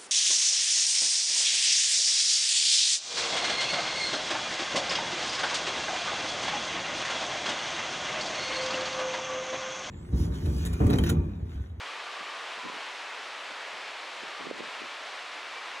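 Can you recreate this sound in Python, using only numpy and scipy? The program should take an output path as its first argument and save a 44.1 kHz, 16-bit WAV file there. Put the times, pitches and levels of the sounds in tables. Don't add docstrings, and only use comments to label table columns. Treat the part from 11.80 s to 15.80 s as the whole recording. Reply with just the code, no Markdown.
import sys
import numpy as np
from scipy import signal
from scipy.fft import rfft, irfft
from scipy.io import wavfile
from scipy.ndimage import uniform_filter1d

SR = 44100
rng = np.random.default_rng(int(sys.argv[2]) if len(sys.argv) > 2 else 0)


def put_to_file(sound):
    columns = np.atleast_2d(sound).T
    safe = np.clip(columns, -1, 1)
    whole_steps = np.round(safe * 32767)
    wavfile.write(sys.argv[1], SR, whole_steps.astype(np.int16))


N = 176400
TIME = np.arange(N) / SR


def amp(db):
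    return 10 ** (np.asarray(db) / 20)


def unit(x):
    return x / np.sqrt(np.mean(x ** 2) + 1e-20)


def read(points, hz):
    f, value = np.transpose(points)
    return np.interp(np.log(hz + 1), np.log(f + 1), value)


def noise(shape):
    return unit(irfft(rfft(rng.standard_normal(N)) * shape(np.fft.rfftfreq(N, 1 / SR)), N))


def swell(centre_s, length_s):
    return np.cos(np.pi * np.clip((TIME - centre_s) / length_s, -.5, .5))


# frequency_hz, relative_db
RUSH_SPECTRUM = [(30, -44), (60, -45), (100, -45), (150, -30.5), (200, -26.5), (300, -14), (400, -9),
                 (600, -3), (800, -2), (1080, 0), (1400, -1.43), (2300, -2), (3100, -4.5), (4400, -10),
                 (5200, -14), (8300, -24), (10000, -31.5), (12500, -43), (16000, -70)]
# time_s, level_db
RUSH_LEVEL = [(0, -39), (.7, -39.0), (1.5, -39.5), (2.3, -39.5), (3.1, -39.7), (4, -40)]
# frequency_hz, correlation
RUSH_LIKENESS = [(60, .1), (130, 0.4), (270, 1), (580, 0.99), (1250, .98), (2670, 0.94), (5700, 0.93),
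                 (12000, 0.92)]
# frequency_hz, left_minus_right_db
RUSH_BALANCE = [(300, 0), (1000, -0.4), (2000, .5), (4000, 0.9), (10000, .2)]


def blowers(patch_db=0.32, flutter_db=0.34):
    hz = np.fft.rfftfreq(1024, 1 / SR)
    draws = rng.standard_normal((5, N // 256 + 5, len(hz)))
    mid_re, mid_im, side_re, side_im, patches = draws.transpose(0, 2, 1)
    patches = uniform_filter1d(patches, size=12, axis=0)
    patches = unit(uniform_filter1d(patches, size=16, axis=1))
    flutter = unit(uniform_filter1d(rng.standard_normal(patches.shape[1]), size=14))
    likeness = np.clip(read(RUSH_LIKENESS, hz), 0, 1)[:, None]
    lean_db = read(RUSH_BALANCE, hz)[:, None] / 2
    mid = np.sqrt(1 + likeness) * (mid_re + 1j * mid_im)
    side = np.sqrt(1 - likeness) * (side_re + 1j * side_im)
    spectra = np.array([(mid + side) * amp(lean_db), (mid - side) * amp(-lean_db)])
    spectra *= amp(read(RUSH_SPECTRUM, hz)[:, None] + patch_db * patches + flutter_db * flutter)
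    rush = signal.istft(spectra, nperseg=1024, noverlap=768)[1][:, :N]
    return unit(rush) * amp(np.interp(TIME, *np.transpose(RUSH_LEVEL)))


# centre_s, length_s, start_hz, end_hz, level_db
WHISTLES = [(0.358, 0.98, 1160, 1194, -50.5), (0.549, .6, 1161, 1028, -50), (.83, 0.27, 1031, 985, -44.5),
            (2.567, 0.37, 1200, 1192, -46), (0.151, 0.28, 2100, 2800, -53), (3.77, 0.15, 2320, 2320, -48.5)]


def whistles(width_hz=36):
    out = np.zeros(N)
    for centre, length, start_hz, end_hz, db in WHISTLES:
        hz = np.interp(TIME, [centre - length / 2, centre + length / 2], [start_hz, end_hz])
        phase = 2 * np.pi * np.cumsum(hz) / SR
        breath = [noise(lambda f: 1 / (1 + (f / width_hz) ** 2)) for _ in range(2)]
        tone = breath[0] * np.cos(phase) + breath[1] * np.sin(phase)
        out += amp(db) * swell(centre, length) * tone
    return out


# time_s, pitch_hz, left_db, right_db
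THUMPS = [(0.9, 312, -48, -31.5), (.967, 332, -53, -36), (2.4364, 330, -46, -31.5), (2.671, 370, -39, -24),
          (2.7133, 480, -26, -19), (2.7987, 357, -31, -38), (2.8068, 445, -39, -23),
          (3.0199, 384, -29, -42)]


def thumps(width_cycles=0.51, sag_per_s=61):
    out = np.zeros((2, N))
    for time_s, hz, left_db, right_db in THUMPS:
        t = np.clip(TIME - time_s, -.02, .1)
        turns = hz * (1 - np.exp(-sag_per_s * t)) / sag_per_s
        envelope = np.exp(-.5 * (t * hz / width_cycles) ** 2)
        push = envelope * np.sin(2 * np.pi * (turns + rng.random((2, 1)) / 4))
        out += amp([[left_db], [right_db]]) * push
    return out


# centre_s, length_s, left_db, right_db
GUSTS = [(0.411, 0.054, -52, -48), (0.788, 0.048, -58, -49), (0.861, .07, -39, -40),
         (0.942, 0.17, -58, -51.5), (1.716, .045, -56, -52), (1.94, 0.057, -52, -52),
         (2.455, 0.14, -62, -52.5), (2.614, 0.052, -43.5, -42.5), (2.701, 0.21, -44, -42),
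         (2.814, 0.12, -42, -45), (2.88, 0.037, -50, -48), (3.036, 0.1, -47, -50.5)]
# frequency_hz, relative_db
BUFFET_SPECTRUM = [(30, -24), (70, -22), (110, -9.5), (160, -3.5), (270, 1), (420, -1), (650, -10),
                   (1000, -14.5), (2000, -29), (5000, -65)]


def wind(breeze_db=-78.5, swing_db=5):
    ports = []
    for port in range(2):
        drift = noise(lambda f: np.exp(-(f / 10) ** 2))
        force = amp(breeze_db + swing_db * drift)
        for centre, length, *db in GUSTS:
            force += amp(db[port]) * swell(centre, length) ** 2
        ports.append(force * noise(lambda f: amp(read(BUFFET_SPECTRUM, f))))
    return np.array(ports)


def scene():
    low_cut = signal.butter(2, 112, "high", fs=SR, output="sos")
    return blowers() + whistles() + signal.sosfiltfilt(low_cut, wind() + thumps())


def record(dry, sense_hz=418, threshold_db=-47, squeeze=0.28, attack_s=0.0038, recover_db_per_s=294):
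    bass = signal.sosfilt(signal.butter(2, sense_hz, fs=SR, output="sos"), dry)
    power = abs(uniform_filter1d((bass ** 2).mean(0), size=180))
    bass_db = 10 * np.log10(power + 1e-12)
    fall_db = TIME * recover_db_per_s
    held_db = np.maximum.accumulate(bass_db + fall_db) - fall_db
    lag = np.exp(-1 / (attack_s * SR))
    over_db = signal.lfilter([1 - lag], [1, -lag], np.maximum(held_db - threshold_db, 0))
    ducked = dry * amp(-squeeze * over_db)
    low_pass = signal.firwin(511, cutoff=12850, window=("kaiser", 8), fs=SR)
    return signal.oaconvolve(ducked, low_pass[None], "same", axes=1)


dry = scene()
out = record(dry)
put_to_file(out)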